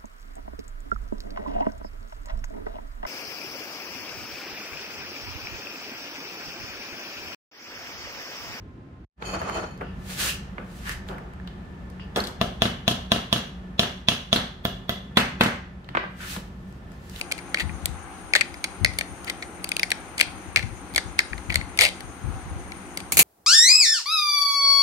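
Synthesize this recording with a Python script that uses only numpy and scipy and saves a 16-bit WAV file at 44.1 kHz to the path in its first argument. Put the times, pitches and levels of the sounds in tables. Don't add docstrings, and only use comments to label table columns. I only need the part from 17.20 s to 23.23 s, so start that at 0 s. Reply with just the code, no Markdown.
import sys
import numpy as np
from scipy import signal
from scipy.fft import rfft, irfft, next_fast_len
from scipy.io import wavfile
from scipy.ndimage import uniform_filter1d

SR = 44100
rng = np.random.default_rng(int(sys.argv[2]) if len(sys.argv) > 2 else 0)


def unload_audio(sound):
    columns = np.transpose(np.atleast_2d(sound))
    steps = np.round(np.clip(columns, -1, 1) * 32767)
    wavfile.write(sys.argv[1], SR, steps.astype(np.int16))


N = 265920

# centre in Hz, width in Hz, level in dB, left minus right in dB.
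CHORUS = [(6500, 1040, -60.5, 2), (7960, 230, -70, -7), (9360, 160, -64.5, -13.5)]
# frequency in Hz, gain in dB.
FAN_COLOUR = [(71, -42), (120, -5), (301, 0.5), (605, -10), (789, -1), (988, -8), (1330, -6.5),
              (1900, -15.5), (5630, -28.5), (6370, -19.5), (7200, -53), (8140, -29), (9210, -13),
              (10200, -35.5), (13600, -32.5), (16000, -78)]
# frequency in Hz, likeness from 0 to 1.
FAN_ALIKE = [(130, 1), (290, 0.97), (640, 0.6), (1400, 0.2), (3000, 0)]
# frequency in Hz, width in Hz, relative gain in dB.
HUM_MODES = [(184.7, 17.4, 5), (295.8, 8.1, 7), (344, 42, -3)]
# arrival in seconds, left in dB, right in dB.
GUSTS = [(0.436, -26, -50), (0.50, -34, -46), (0.627, -34, -43), (0.689, -31.5, -45), (1.04, -45, -62),
         (1.3, -43, -54), (1.612, -23.5, -54), (1.899, -41, -56), (3.08, -38.5, -58), (3.28, -39.5, -58),
         (3.37, -34.5, -54), (3.432, -27.5, -47), (3.739, -36.5, -48), (3.861, -35, -51), (4.12, -31, -56),
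         (4.288, -28.5, -48), (4.36, -29, -40), (4.602, -39.5, -38), (4.84, -38.5, -46),
         (5.046, -24.5, -48), (5.141, -38, -39), (5.258, -45, -34), (5.31, -32, -45), (5.36, -38, -35),
         (5.53, -50, -58), (5.82, -64, -46), (5.949, -40, -37)]
# time in seconds, strike in dB before ringing, knock T60 in seconds,
# rattle against knock in dB, rattle T60 in seconds.
DROPS = [(5.9209, -10.5, 0.028, -7.5, 0.13), (5.9699, -5, 0.021, -5.5, 0.15), (5.979, -7, 0.014, -22, .1),
         (5.9907, -1, 0.018, -2, 0.12), (5.9955, -9, 0.015, -17.5, 0.15), (6.02, -16.5, 0.017, -7, 0.18)]
# frequency in Hz, relative gain in dB, T60 in seconds.
STEEL = [(4210, -1.5, 0.043), (4730, -5, 0.048), (5930, -9, 0.047), (6710, 1.5, 0.041), (9100, 1, .04),
         (10300, 4, 0.034), (10950, -24, 0.081), (12300, -1.5, 0.038), (13200, 0, .05), (14100, -8, 0.028)]
# frequency in Hz, width in Hz, gain in dB.
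GLASS = [(162, 42, -2), (486, 310, -4), (1250, 500, -7), (2430, 550, 0), (4000, 1700, -6.5),
         (7640, 3300, 1), (11900, 5400, 0)]
# start in seconds, end in seconds, ring at start in dB,
# ring at end in dB, brightness in dB.
TEARS = [(0.347, 0.394, -55, -37, -19), (0.397, 0.426, -29.5, -37, -15), (1.153, 1.2, -23, -42, -13),
         (2.069, 2.097, -41, -43, -19), (2.978, 3.003, -36, -41, -10), (3.371, 3.411, -27, -47, -17),
         (4.297, 4.34, -32, -52, -28), (4.355, 4.376, -28, -48, -5), (4.588, 4.609, -35, -24, -4),
         (4.614, 4.649, -22.5, -26, -1.5), (4.659, 4.691, -33, -34.5, -4.5), (5.775, 5.8, -63, -50, -3)]
# time in seconds, ring level in dB, nominal ring in Hz, brightness in dB,
# fracture decay constant in ms.
CRACKS = [(0.012, -31.5, 2500, -3, 2.4), (0.1142, -32.5, 2360, -6, 1.4), (0.1198, -28.5, 2350, 1.5, 2),
          (0.179, -46.5, 2360, 2, 2.9), (0.1873, -39.5, 2160, -14, 4.2), (0.344, -20, 2020, -13, 2.5),
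          (0.3714, -29.5, 2350, -28, 1.8), (0.3858, -34, 2290, -21, 4.3), (0.4025, -26, 1980, -15.5, 2.9),
          (0.4087, -37, 1920, -18, 3.4), (0.493, -38.5, 2190, -42, 3.4), (0.657, -34.5, 2050, 14.5, 1.6),
          (1.1356, -17.5, 2180, -11.5, 2.5), (1.1517, -14, 1900, -13.5, 1.4),
          (1.161, -17.5, 1900, -8.5, 2.7), (1.2094, -18.5, 2320, -10.5, 4.6),
          (1.3413, -42.5, 2320, -5.5, 2.1), (1.4412, -26, 2240, -1.5, 4.2),
          (1.6468, -13.5, 2160, -8.5, 1.7), (1.66, -28.5, 2180, -13, 1.7), (1.7358, -46, 1980, -3, 3.1),
          (1.7864, -30.5, 2100, 6.5, 4.1), (1.8099, -25.5, 2200, -13, 1.75), (2.0454, -53, 2300, 14, 1.6),
          (2.0775, -37, 2040, -12, 8.9), (2.098, -28.5, 2130, -2, 3.3), (2.224, -34.5, 2090, -10, 6.7),
          (2.443, -36, 2430, 7.5, 1.8), (2.473, -54, 2500, 2, 1.5), (2.4905, -50, 2470, 21.5, 1.5),
          (2.517, -27, 2410, -5, 2), (2.5664, -31, 2520, 4, 1.4), (2.595, -27.5, 2550, -2, 2.1),
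          (2.631, -20.5, 2170, -7, 4.2), (2.7043, -40, 2130, 11, 2.1), (2.717, -20, 2170, -8, 2.2),
          (2.9802, -38.5, 2300, 7.5, 1.8), (2.993, -38, 2290, 7, 1.5), (2.999, -24, 2260, -11, 1.1),
          (3.007, -29, 2870, 3, 2.4), (3.0108, -15, 2310, -3, 2.1), (3.0259, -35.5, 2310, -4, 7.3),
          (3.3602, -14.5, 2250, -10.5, 2.7), (3.3712, -21, 2420, -15, 1.5), (3.3925, -32, 2440, -14, 1.4),
          (3.426, -37.5, 2320, -12, 3.7), (3.7382, -54, 2210, 10, 1.1), (3.7474, -38.5, 2280, 1, 1.8),
          (3.7604, -24.5, 2160, 5, 2), (3.7787, -19, 2000, -8, 3.5), (3.9836, -42, 2480, -8, 6.1),
          (3.9904, -13.5, 2190, -9, 2.2), (4.0024, -31.5, 1790, -8, 5.7), (4.131, -29, 2190, -42, 1.7),
          (4.179, -44, 2080, -6, 2.4), (4.3013, -25, 2400, -29, 1.5), (4.3227, -33.5, 2110, -9, 4.7),
          (4.3425, -32, 2060, 0, 2.3), (4.357, -21.5, 2086, 0, 0.95), (4.411, -35, 2060, -20, 2.2),
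          (4.5745, -43, 2330, 11, 1.7), (4.589, -17.5, 2250, -6.5, 3.4), (4.6095, -17, 2240, -1, 2.4),
          (4.6505, -20, 2440, -2.5, 2.7), (4.6593, -26, 2420, -8, 6.1), (4.806, -45, 1940, 4, 2.1),
          (5.5195, -38, 2170, -12, 1.5), (5.773, -39, 2160, 11, 3), (5.803, -43, 2150, 2, 2.1)]
# nominal frequency in Hz, width in Hz, relative gain in dB.
CARD_MODES = [(390, 170, 9), (590, 250, 14), (880, 340, 8), (1380, 500, 7)]
UPPER_MODES = [(3060, 1270, 1.5), (4540, 590, 6.5), (6360, 1140, -5)]
SIZZLE_MODES = [(8320, 2070, 7.5), (9030, 3140, 6), (13200, 410, -6), (14600, 400, -12.5)]

CHIRP_RATE_HZ, CHIRP_START_S, CHIRP_DB = 11.19, 0.014, -63
FAN_DB, HUM_DB = -43, -53
DRAUGHT_LEFT_DB, DRAUGHT_RIGHT_DB = -48.5, -51
GUST_RISE_DB_S, GUST_HOLD_S = 900, 0.022
GUST_FALL_DB_S, SMALL_EDDIES_FALL_DB_S = 112, 198
THUD_HZ, THUD_WIDTH_HZ, THUD_DB = 105, 70, 51
ROOM_T60_S, ROOM_DB, ROOM_DULL_HZ = 0.34, -15.5, 6730
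BLADES_DB, CLATTER_SAMPLES = 4, 16384
RING_WIDTH_HZ, RING_PAIR_SHARE = 560, 0.1
UPPER_DB, UPPER_SHARE, SIZZLE_DB = 3, 0.54, -1
SIZZLE_TILT = 0.13
CARD_DB, CARD_SHARE, CARD_BRIGHT_SHARE = -36, 0.82, 0.28
CRACK_SAMPLES, CRACK_LEAD_SAMPLES, ONSET_SAMPLES = 2048, 15, 220
PORT_HZ, PORT_WIDTH_HZ, PORT_DB = 2300, 1000, 7
PORT_LAG_SAMPLES, NEAR_PAN_DB = 7, 0.5
TOP_HZ = 16400
SIDES = np.array([[0.5], [-0.5]])


def undb(db):
    return 10 ** (np.asarray(db) / 20)


def level(x, db, count=None):
    return x * undb(db) / np.sqrt(np.mean(x[..., :count] ** 2))


def ring(x, modes, twice=False):
    size = next_fast_len(x.shape[-1] + 2048)
    f = np.arange(size // 2 + 1) * SR / size + 1e-3
    power = 2 if twice else 1
    response = 0
    for k, (hz, width_hz, db) in enumerate(modes):
        detune = (f / hz - hz / f) * hz / width_hz
        response = response + (-1) ** k * undb(db) / (1 + 1j * detune) ** power
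    return irfft(rfft(x, size) * response, size)[..., :x.shape[-1]]


def colour(x, points):
    hz, db = np.transpose(points)
    f = np.arange(x.shape[-1] // 2 + 1) * SR / x.shape[-1] + 1
    gain = undb(np.interp(np.log(f), np.log(hz), db))
    return irfft(rfft(x) * gain, x.shape[-1])


def walk(rate_hz):
    hold = int(SR / rate_hz)
    steps = np.repeat(rng.standard_normal(N // hold + 1), hold)
    return 1.3 * uniform_filter1d(uniform_filter1d(steps, hold), hold)[:N]


def grit(size, spread_db, alike):
    sizes = undb(spread_db * rng.exponential(size=size))
    shared, own = rng.standard_normal(size), rng.standard_normal((2, size))
    return sizes * (np.sqrt(alike) * shared + np.sqrt(1 - alike) * own)


def crickets():
    out = 0
    for hz, width_hz, db, pan_db in CHORUS:
        blur = ring(rng.standard_normal((2, N)), [(hz, width_hz, 0)], twice=True)
        blur = blur * undb(2.6 * walk(47))
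        out = out + level(blur, db) * undb(pan_db * SIDES)
    phase = ((np.arange(N) / SR - CHIRP_START_S) * CHIRP_RATE_HZ) % 1
    pitch_hz = 9450 - 1300 * phase + 90 * walk(200)
    swell = np.exp(-((phase - 0.22) / 0.15) ** 2) * undb(2.5 * walk(120))
    chirp = np.sin(2 * np.pi * np.cumsum(pitch_hz) / SR) * swell
    return out + level(chirp, CHIRP_DB) * undb(-3 * SIDES)


def fan():
    out, swell = 0, walk(0.87)
    alike_hz, alike = np.transpose(FAN_ALIKE)
    for hz in 130 * 2 ** np.arange(8):
        likeness = np.interp(np.log(hz), np.log(alike_hz), alike)
        mid, side = rng.standard_normal((2, N))
        pair = np.sqrt(1 + likeness) * mid + np.sqrt(1 - likeness) * side * np.sign(SIDES)
        band = [(hz / 2, -40), (hz / 1.6, -6), (hz, 0), (hz * 1.6, -6), (hz * 2, -40)]
        out = out + colour(pair, band) * undb(0.5 * swell + 0.89 * walk(11))
    hum = level(ring(out, HUM_MODES, twice=True), HUM_DB)
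    air = level(colour(out, FAN_COLOUR), FAN_DB)
    return (air + hum) * undb(2.5 * SIDES)


def gusts(fall_db_s):
    t = np.arange(0, N, 64) / SR
    gain = undb([[DRAUGHT_LEFT_DB], [DRAUGHT_RIGHT_DB]]) * np.ones(len(t))
    for arrival_s, left_db, right_db in GUSTS:
        rise_db = GUST_RISE_DB_S * np.minimum(t - arrival_s, 0)
        fall_db = fall_db_s * np.maximum(t - arrival_s - GUST_HOLD_S, 0)
        gain = np.hypot(gain, undb([[left_db], [right_db]]) * undb(rise_db - fall_db))
    return np.repeat(gain, 64, axis=1)[:, :N]


def draught():
    fronts = np.zeros((2, N))
    for arrival_s, left_db, right_db in GUSTS:
        fronts[:, int(arrival_s * SR)] = undb([left_db, right_db])
    out = ring(fronts, [(THUD_HZ, THUD_WIDTH_HZ, THUD_DB)], twice=True)
    large = [(25, -29), (50, 1.5), (80, 4.5), (120, -8.5), (250, -43), (1500, -87)]
    small = [(50, -70), (100, -5.5), (170, -3), (280, -16), (1500, -76)]
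    for points, base_db, exponent, fall_db_s in (
            (large, 0, 1, GUST_FALL_DB_S), (small, 5, 1.33, SMALL_EDDIES_FALL_DB_S)):
        eddies = colour(rng.standard_normal((2, N)), points)
        eddies = eddies / np.sqrt(uniform_filter1d(eddies ** 2, size=5000, axis=1))
        strength = uniform_filter1d(gusts(fall_db_s), size=128, axis=1)
        out = out + eddies * undb(base_db) * strength ** exponent
    return out


def room(x):
    t = np.arange(int(0.4 * SR)) / SR
    tail = rng.standard_normal((2, len(t))) * undb(-60 * t / ROOM_T60_S) * (t > 0.006)
    tail = signal.lfilter(*signal.butter(2, ROOM_DULL_HZ, fs=SR), tail)
    tail = tail / np.sqrt(np.sum(tail ** 2, axis=1, keepdims=True))
    far = x.mean(axis=0, keepdims=True)
    far = far - 0.5 * ring(far, [(2370, 1100, 0)])
    far = far - 0.4 * ring(far, [(4400, 850, 0)])
    return undb(ROOM_DB) * signal.fftconvolve(far, tail, axes=1)[:, :N]


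def clatter():
    t = (np.arange(CLATTER_SAMPLES) + N - CLATTER_SAMPLES) / SR
    knock_grit = level(grit(CLATTER_SAMPLES, 1.5, 0.5), 0)
    rattle_grit = level(grit(CLATTER_SAMPLES, 3.0, 0.2), 0)
    hits = 0
    for time_s, db, knock_t60_s, rattle_db, rattle_t60_s in DROPS:
        age = np.maximum(t - time_s, 0)
        knock = knock_grit * undb(-60 * age / knock_t60_s)
        rattle = rattle_grit * undb(rattle_db - 60 * age / rattle_t60_s)
        hits = hits + (age > 0) * undb(db) * (knock + rattle)
    blades = [(hz, np.log(1000) / np.pi / t60_s, db) for hz, db, t60_s in STEEL]
    sound = ring(hits, GLASS) + undb(BLADES_DB) * ring(hits, blades)
    return np.pad(sound, ((0, 0), (N - CLATTER_SAMPLES, 0)))


def main_ring(hz):
    flap = (hz * 0.72, 600, -7)
    lower = (hz * (1 - RING_PAIR_SHARE), RING_WIDTH_HZ, -3)
    upper = (hz * (1 + RING_PAIR_SHARE / 2), RING_WIDTH_HZ, 0)
    return [flap, lower, upper]


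def overtones(bright_db):
    return UPPER_DB + UPPER_SHARE * bright_db, SIZZLE_DB + bright_db


def tears():
    slip = grit(N, 3.0, 0.6) * undb(2.5 * walk(350))
    t, gains = np.arange(N) / SR, np.zeros((4, N))
    for start_s, end_s, start_db, end_db, bright_db in TEARS:
        drag = undb(np.interp(t, [start_s, end_s], [start_db, end_db])) * (t > start_s) * (t < end_s)
        parts_db = [0, *overtones(bright_db), -6 + CARD_BRIGHT_SHARE * bright_db]
        gains += drag * undb(parts_db)[:, None]
    gains = uniform_filter1d(gains, size=90, axis=1)
    mode_sets = (main_ring(2040), UPPER_MODES, SIZZLE_MODES, CARD_MODES)
    return sum(level(ring(slip, modes), 0) * gain for modes, gain in zip(mode_sets, gains))


def cracks():
    out, t = np.zeros((2, N + CRACK_SAMPLES)), np.arange(CRACK_SAMPLES) / SR
    for time_s, db, hz, bright_db, decay_ms in CRACKS:
        envelope = np.exp(-1000 * t / decay_ms) * np.minimum(t / 0.00056, 1)
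        burst = grit(CRACK_SAMPLES, 2.5, 0.41) * envelope
        bend = 1 + 0.04 * rng.standard_normal()
        sound = level(ring(burst, main_ring(hz), twice=True), db, ONSET_SAMPLES)
        front = burst * np.exp(-t / 0.019)
        upper_db, sizzle_db = overtones(bright_db)
        tilt = SIZZLE_TILT * bright_db
        sizzle = [(f, width, gain + tilt * np.log2(f / 9000)) for f, width, gain in SIZZLE_MODES]
        card_db = CARD_DB + CARD_SHARE * (db + 27.5) + CARD_BRIGHT_SHARE * bright_db
        parts = ((UPPER_MODES, db + upper_db), (sizzle, db + sizzle_db), (CARD_MODES, card_db))
        for modes, part_db in parts:
            bent = [(f * bend, width, gain) for f, width, gain in modes]
            sound = sound + level(ring(front, bent), part_db, ONSET_SAMPLES)
        at = int(time_s * SR) - CRACK_LEAD_SAMPLES
        out[:, at:at + CRACK_SAMPLES] += sound
    return out[:, :N]


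def scene():
    near = cracks() + tears() + clatter()
    direct = np.array([np.roll(near[0], PORT_LAG_SAMPLES), near[1]]) * undb(NEAR_PAN_DB * SIDES)
    return direct + room(near) + fan() + draught() + crickets()


def record(dry):
    cavity = ring(dry[0], [(PORT_HZ, PORT_WIDTH_HZ, 0)])
    left = dry[0] + (undb(PORT_DB) - 1) * cavity
    both = np.tanh(1.066 * np.array([left, dry[1]])) / 0.97
    low_pass = signal.ellip(10, 0.2, 80, TOP_HZ, fs=SR, output="sos")
    return signal.sosfilt(low_pass, both)


dry = scene()
out = record(dry)
unload_audio(out)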